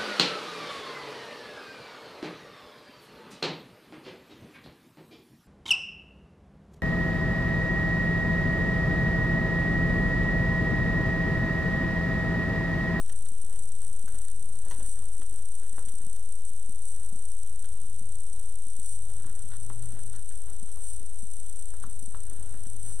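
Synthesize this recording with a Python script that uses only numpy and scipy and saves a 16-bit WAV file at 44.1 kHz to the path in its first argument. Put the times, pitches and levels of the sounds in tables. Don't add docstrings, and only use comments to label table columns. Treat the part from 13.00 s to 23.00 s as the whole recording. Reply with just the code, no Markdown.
import sys
import numpy as np
from scipy import signal
from scipy.fft import rfft, irfft
from scipy.io import wavfile
from scipy.ndimage import uniform_filter1d

SR = 44100
rng = np.random.default_rng(int(sys.argv[2]) if len(sys.argv) > 2 else 0)


def transcribe(signal):
    frames = np.atleast_2d(signal).T
    limited = np.clip(frames, -1, 1)
    pcm = np.round(limited * 32767).astype(np.int16)
    wavfile.write(sys.argv[1], SR, pcm)


N = 441000
T = np.arange(N) / SR

# middle t/s, length/s, relative level/dB
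HAND_STROKES = [(.13, 0.24, -65), (.55, 0.3, -63), (.84, 0.068, -64), (1.17, 0.22, -59),
                (1.35, 0.24, -67.5), (1.72, 0.16, -56.5), (1.82, 0.18, -56.5), (2, .2, -63),
                (2.16, 0.089, -66), (2.35, 0.14, -65), (2.85, 0.59, -64), (3.98, 0.21, -64),
                (5.8, 0.19, -69), (6.27, 0.42, -62.5), (6.85, 1, -63.5), (7.33, 0.12, -64),
                (7.51, 0.12, -63), (7.8, 0.8, -67), (8.6, 0.88, -67), (9.4, 0.82, -61), (9.9, 0.75, -64)]
# f/Hz, level/dB
MESH_COLOUR = [(100, -2.5), (300, 12.5), (500, 5.5), (1000, 0.5), (1700, 1.5), (3500, -8), (6000, -20.5),
               (11000, -12), (15000, -40)]
# t/s, f/Hz, level/dB
ENGINE_SPELLS = [
    [(0, 135.3, -59.5), (.6, 139, -61.5), (.95, 140.7, -57.5)],
    [(1.2, 146, -71), (1.4, 149, -57.5), (1.65, 144, -57.5)],
    [(4.78, 145.5, -58.5), (4.95, 126.5, -57), (5.05, 115.7, -52.5), (5.3, 117, -64)],
    [(5.85, 113, -53.5), (6.15, 116, -52), (6.45, 122.7, -53.5), (6.77, 124.8, -45.5), (6.95, 124.1, -48.5),
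     (7.25, 126.2, -53.5)],
    [(8.8, 117.9, -53.5), (9.1, 112.4, -58.5), (9.5, 113.7, -51.5), (10, 118, -52)],
]
# f/Hz, level/dB
RUMBLE_COLOUR = [(20, 1), (30, -7), (45, -6), (65, -9), (100, -14), (150, -24.5), (220, -30), (400, -31.5),
                 (700, -34.5), (1300, -38.5), (2000, -45), (3000, -54)]
HISS_COLOUR = [(300, 4), (1500, -60), (3200, 4), (4500, -7), (6300, 4), (7800, 9), (9000, -2.5),
               (10500, 12), (12500, -10), (14000, -34), (15600, -27)]
# f/Hz, busy from/cycles, busy for/cycles
CAMERA_CLOCKS = [(29.97, .45, .5), (32.276, .99, .5), (62.246, .74, .38), (23.4375, .83, .12)]
# middle t/s, added spike rate/Hz
MEMORY_WRITES = [(1.89, 950), (3.892, 743), (5.895, 1314), (7.89, 1100), (9.9, 910)]
# centre f/Hz, half width/Hz, delay to either side/s
SPIKE_SMEAR = (8600, 800, .0004)
# f/Hz, phase/rad
SPUTTER_LEAD = [(3000, -2.5), (5500, -.3), (6700, -3), (7250, 1.2), (7700, .3), (8400, -.1), (9400, .7),
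                (10300, -2.3), (13400, -3), (14600, 0)]
# f/Hz, left level/dB, right level/dB
SPUTTER_COLOUR = [(1500, -45, -45), (3250, -24, -20), (4200, -29, -30), (5700, -21.5, -14.5),
                  (6600, -13.5, -12.5), (7400, -15, -13), (8000, -4, -4), (8750, 0, 0), (9250, -1, -7),
                  (9750, -13, -16), (10500, -6, -18), (12300, -21, -26), (14200, -31, -33),
                  (15600, -26, -28)]
# t/s, starting level/dB, tilt/(dB per octave)
STRAND_FLICKS = [(.061, -54, 6), (.134, -55, 6.5), (.263, -51, 6), (.813, -55, 7), (.83, -56, -9),
                 (1.247, -54, 0), (1.284, -51, 7), (1.559, -54, 7), (1.643, -55, -2), (1.74, -55, 9),
                 (1.971, -57, -3), (2.022, -52, -7), (2.385, -57, -5), (3.162, -47, 12), (4.047, -59, -8),
                 (4.462, -55, 10.5), (4.842, -57, -2), (5.362, -53, 10), (5.799, -55, 13), (5.842, -58, -4),
                 (6.242, -49, -3), (6.301, -54, 3), (6.402, -57, -10), (6.832, -51, 4), (6.926, -53, 5),
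                 (6.993, -54, -2), (7.065, -53, 9), (7.131, -55, 9), (7.154, -49, 9), (7.187, -55, -1),
                 (9.115, -59, -6), (9.205, -61, -3), (9.325, -55, -4), (9.631, -61, -5)]
# f/Hz, level/dB
STRAND_COLOUR = [(400, -18), (1000, 4.5), (1400, 8), (1900, 3.5), (2700, -6), (3600, -1.5), (5000, -7),
                 (12000, -27)]
# t/s, knock peak/dB, knock f/Hz, knock swell/cycles, relative snap peak/dB, snap tilt/(dB per octave)
TOOL_CLICKS = [(0.097, -42, 1050, 0.21, -39, 0.5), (0.531, -65, 1370, 0.46, -47.5, -4),
               (1.079, -37, 1500, 0.4, -40, 6), (1.664, -39, 899, 0.26, -57, -7),
               (1.7108, -41, 970, 1.3, -31.5, 0), (1.72, -40, 960, 0.81, -41, -1),
               (1.804, -37.5, 800, 0.22, -46, -6), (2.217, -39.5, 1250, 0.51, -39.5, -6.5),
               (2.628, -48, 1326, 0.37, -48, -8.5), (2.782, -31.5, 1091, 0.44, -40, -11),
               (2.884, -45, 1500, 0.24, -41, 3.5), (4.644, -46, 1510, 0.4, -44, -3),
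               (6.1, -43.5, 1060, 0.25, -43, 4), (6.701, -33, 1090, 0.65, -46, -5),
               (7.311, -47, 1610, 0.72, -44.5, -4), (7.483, -45, 1168, 0.41, -48, -2),
               (7.683, -47, 1170, .5, -46.5, 1), (7.772, -45.5, 1109, 0.77, -43, 8),
               (8.738, -38.5, 1190, .35, -60, -2), (8.839, -34, 1226, 0.97, -42, 4),
               (9.147, -33.5, 1130, 0.64, -47, -4), (9.541, -41, 1240, 0.44, -47, -8),
               (9.654, -46.5, 1603, 0.43, -50, -7)]
# f/Hz, relative level/dB, t60/s
FRAME_MODES = [(504, 5.5, 0.15), (644, 6.5, 0.08), (827, -0.5, 0.089), (982, -4.5, 0.057),
               (1307, -4, 0.088), (1550, 2, 0.072), (2060, -4, 0.13)]
# f/Hz, level/dB
SNAP_COLOUR = [(300, -2), (1000, -6), (1900, 17), (3300, 13.5), (5000, 10.5), (7000, 15.5), (10500, 10),
               (15000, -7)]
# t/s, relative level/dB, f/Hz
HAND_BUMPS = [(0.315, -46, 210), (0.438, -46.5, 297), (0.61, -47, 286), (1.04, -44.5, 210),
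              (1.676, -47.5, 320), (1.717, -48, 430), (1.783, -45, 238), (1.822, -42.5, 235),
              (1.88, -46, 258), (1.994, -47.5, 248), (2.194, -41.5, 273), (2.228, -43, 300.8),
              (2.328, -47, 295), (2.729, -49, 240), (2.844, -48, 211), (2.869, -47.5, 220),
              (2.934, -47, 230), (3.006, -48, 229), (3.04, -49, 220), (3.067, -42.5, 180),
              (3.505, -49.5, 218), (3.691, -41.5, 194.5), (4.123, -40, 186), (4.155, -43, 194),
              (4.634, -52, 230), (4.838, -51, 185), (5.011, -41, 186.8), (5.667, -47, 229.8),
              (5.789, -43.5, 199.8), (6.097, -50, 249.2), (6.253, -42.5, 254.1), (6.442, -48, 200),
              (6.705, -45, 279.7), (6.932, -41, 215), (6.963, -45, 253), (7.152, -47, 245),
              (7.625, -39.5, 181.2), (8.003, -45, 267), (8.024, -46, 396), (8.227, -41, 187),
              (8.844, -44, 198), (8.871, -43.5, 210), (9.023, -42, 200), (9.031, -44.5, 260),
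              (9.075, -41.5, 188), (9.122, -52, 232), (9.321, -45, 270), (9.544, -47, 230),
              (9.666, -43.5, 214.5), (9.749, -45.5, 230), (9.864, -46.5, 230)]
# t/s, level/dB, f/Hz, swell/cycles
TABLE_JOLTS = [(1.11, -42, 41.8, 2.5), (1.77, -40, 38, 2), (2.07, -43, 37, 1.36)]
# middle t/s, length/s, level/dB, tilt/(dB per octave)
TOOL_SCRAPES = [(1.673, 0.054, -69, 4), (1.731, 0.055, -63, 2), (6.26, 0.15, -64, -7),
                (6.533, 0.091, -59, 0), (7.152, 0.076, -59, -2), (8.829, 0.021, -56.5, 0)]
# f/Hz, width/Hz, depth/dB
MIC_DIPS = [(2357, 153, 16.5), (4797, 145, 13.5), (5223, 94, 21.5), (7127, 251, 17), (14400, 71, 35)]
DC_OFFSET = [-.136, -.1]


def undb(db):
    return 10 ** (np.asarray(db) / 20)


def level(x, db):
    return x * undb(db) / np.sqrt(np.mean(x ** 2))


def colour(x, points):
    hz, db = np.transpose(points)
    f = np.maximum(np.fft.rfftfreq(x.shape[-1], 1 / SR), 1)
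    return irfft(rfft(x) * undb(np.interp(np.log(f), np.log(hz), db)), x.shape[-1])


def tilted(points, db_per_octave):
    return [(hz, db + db_per_octave * np.log2(hz / points[0][0])) for hz, db in points]


def walk(rate_hz):
    hold = int(SR / rate_hz)
    return uniform_filter1d(np.repeat(rng.standard_normal(N // hold + 1), hold), hold)[:N]


def add(track, at_s, sound):
    i = max(int(at_s * SR), 0)
    track[i:i + len(sound)] += sound[:N - i]


def contact(t, hz, cycles):
    age = t * hz / cycles
    return np.sin(2 * np.pi * hz * t) * age * np.exp(1 - age)


def swells(moves):
    arches = (undb(db) * np.cos(np.pi * np.clip((T - s) / length, -.5, .5)) for s, length, db in moves)
    return np.sqrt(sum(arch ** 2 for arch in arches))


def mesh_rustle(slips_per_s=300, spread_db=2, resting_db=-77, grip_db=2.5):
    slips = (rng.random(N) < slips_per_s / SR) * rng.choice([-1, 1], N)
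    sizes = undb(spread_db * np.minimum(rng.exponential(size=N), 4))
    ticks = colour(slips * sizes, MESH_COLOUR)
    shake = colour(rng.standard_normal(N), [(15, -40), (35, -12.5), (70, -13), (140, -20.5), (500, -59)])
    motion = np.hypot(swells(HAND_STROKES), undb(resting_db))
    grip = undb(grip_db * walk(14))
    return motion * grip * (level(ticks, db=-1) + level(shake, db=7))


def far_engine(waver_db=1, fade_s=.038):
    out = np.zeros(N)
    for spell in ENGINE_SPELLS:
        s, hz, db = np.transpose(spell)
        fade = np.clip(np.minimum(T - s[0], s[-1] - T) / fade_s, 0, 1)
        tone = np.sqrt(2) * np.sin(2 * np.pi * np.cumsum(np.interp(T, s, hz)) / SR)
        out += tone * fade * undb(np.interp(T, s, db) + waver_db * walk(17))
    return out


def room_tone(rumble_db=-43.5, unsteady_db=1.4, mains_hz=60, hum_db=-58.5):
    mid, side = rng.standard_normal((2, N))
    side = colour(side, [(60, -12), (140, -9), (300, -2), (2000, -5)])
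    rumble = level(colour(np.array([mid + side, mid - side]), RUMBLE_COLOUR), rumble_db)
    hum = level(np.sin(2 * np.pi * mains_hz * T), hum_db)
    return rumble * undb(unsteady_db * walk(9)) + hum


def microphone_hiss(db=-56.5):
    return level(colour(rng.standard_normal((2, N)), HISS_COLOUR), db)


def spike_rate(idle_per_s=430, frame_per_s=420, sensor_per_s=680, buffer_per_s=540, write_s=.047):
    frame, sensor, processor, buffer = ((T * hz - start) % 1 < busy for hz, start, busy in CAMERA_CLOCKS)
    processing = processor * (frame_per_s * frame + sensor_per_s * sensor)
    clocked = idle_per_s + processing + buffer_per_s * buffer
    writing = sum(per_s * np.exp(-((T - s) / write_s) ** 2 / 2) for s, per_s in MEMORY_WRITES)
    motion = 1 + .2 * np.tanh(swells(HAND_STROKES) / undb(-62))
    uneven_load = undb(1.8 * walk(90) + .5 * walk(16))
    return clocked * uneven_load * motion + writing


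def camera_sputter(scatter_db=2.6, load_power=.34, db=-46.5):
    due = np.cumsum(rng.gamma(2, 1 / 2, N // 10))
    rate = spike_rate()
    count = np.cumsum(rate) / SR
    at = np.searchsorted(count, due[due < count[-1]])
    spikes = np.zeros(N)
    spikes[at] = (rng.choice([-1, 1], N) * undb(scatter_db * rng.standard_normal(N)))[at]
    spikes *= rate ** load_power
    f = np.fft.rfftfreq(N, 1 / SR)
    centre, width, delay = SPIKE_SMEAR
    lag = 2 * np.pi * np.cumsum(delay * np.tanh((f - centre) / width)) * SR / N
    lead = np.interp(f, *np.transpose(SPUTTER_LEAD)) / 2 * np.array([[1], [-1]])
    chirps = irfft(rfft(spikes) * np.exp(1j * (lead - lag)), N)
    hz, *sides_db = np.transpose(SPUTTER_COLOUR)
    channels = [colour(x, np.transpose([hz, side])) for x, side in zip(chirps, sides_db)]
    return level(np.array(channels), db)


def strand_flicks(decay_s=.0036):
    out, t = np.zeros(N), T[:SR // 16]
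    for s, db, tilt in STRAND_FLICKS:
        tick = level(colour(rng.standard_normal(len(t)), tilted(STRAND_COLOUR, tilt)), db)
        add(out, s, tick * np.exp(-t / decay_s))
    return out


def tool_clicks(ring_db=-11, snap_gain_db=2, snap_decay_s=.0042):
    out, t = np.zeros(N), T[:SR // 4]
    for s, knock_db, knock_hz, cycles, snap_db, tilt in TOOL_CLICKS:
        ring = 0
        for hz, mode_db, t60 in FRAME_MODES:
            detuned_hz = hz * (1 + .012 * rng.standard_normal())
            mode = np.sin(2 * np.pi * detuned_hz * t) * np.exp(-np.log(1000) * t / t60)
            reach = 1 / (1 + (2 * np.pi * cycles * (hz / knock_hz - 1)) ** 2)
            ring += reach * undb(mode_db) * mode
        knock = contact(t, knock_hz, cycles) + undb(ring_db) * ring
        snap = colour(rng.standard_normal(len(t)), tilted(SNAP_COLOUR, tilt)) * np.exp(-t / snap_decay_s)
        add(out, s, undb(knock_db) * knock / abs(knock).max())
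        add(out, s, undb(snap_db + snap_gain_db) * snap / abs(snap).max())
    return out


def hand_bumps(cycles=.59, gain_db=-1.8, scuff_s=.011, nudges=36, nudge_db=-58, nudge_hz=215):
    out, t = np.zeros(N), T[:SR // 8]
    for when, size, pitch in rng.random((nudges, 3)):
        nudge = contact(t, nudge_hz * 2 ** (pitch - .5), cycles)
        add(out, when * N / SR, undb(nudge_db + 2 * size) * nudge)
    for s, db, hz in HAND_BUMPS:
        dull_noise = colour(rng.standard_normal(len(t)), [(hz / 2, -10), (hz, 0), (hz * 10, -45)])
        scuff = level(dull_noise, db=-18) * np.exp(-t / scuff_s)
        add(out, s, undb(db + gain_db) * (contact(t, hz, cycles) + scuff))
    return out


def table_jolts():
    out = np.zeros(N)
    for s, db, hz, cycles in TABLE_JOLTS:
        add(out, s, undb(db) * contact(T[:SR // 2], hz, cycles))
    return out


def tool_scrapes(strands_per_s=420, spread_db=4):
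    catches = (rng.random(N) < strands_per_s / SR) * rng.choice([-1, 1], N)
    plucks = catches * undb(spread_db * np.clip(rng.standard_normal(N), -2, 2))
    out = np.zeros(N)
    for s, length, db, tilt in TOOL_SCRAPES:
        span = slice(int(s * SR) - SR // 4, int(s * SR) + SR // 4)
        rasp = level(colour(plucks[span], tilted(STRAND_COLOUR, tilt)), db=0)
        out[span] += rasp * swells([(s, length, db)])[span]
    return out


def small_room(direct, t60_s=.18, wet_db=-7, echo_s=.0054, echo_db=-9):
    t = T[:SR // 2]
    tail = rng.standard_normal((2, len(t))) * np.exp(-np.log(1000) * t / t60_s) * (t > .003)
    tail = colour(tail, [(60, -18), (200, -3), (400, 0), (3000, 0), (12000, -4)])
    tail *= undb(wet_db) / np.sqrt(np.sum(tail ** 2) / 2)
    tail[:, int(echo_s * SR)] += undb(echo_db)
    return direct + signal.fftconvolve(direct[None], tail, axes=1)[:, :N]


def scene(right_over_left_db=2):
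    hands = tool_clicks() + strand_flicks() + hand_bumps() + mesh_rustle() + tool_scrapes() + table_jolts()
    pan = undb(np.array([[-.5], [.5]]) * right_over_left_db)
    return small_room(hands) * pan + far_engine() + room_tone() + microphone_hiss() + camera_sputter()


def record(dry, top_hz=15750):
    f = np.fft.rfftfreq(N, 1 / SR)
    dips_db = sum(depth * np.exp(-((f - hz) / width) ** 2 / 2) for hz, width, depth in MIC_DIPS)
    heard = irfft(rfft(dry) * undb(-dips_db), N)
    lowpass = signal.ellip(10, .2, 70, top_hz, fs=SR, output="sos")
    return signal.sosfilt(lowpass, heard) + np.array(DC_OFFSET)[:, None]


dry = scene()
out = record(dry)
transcribe(out)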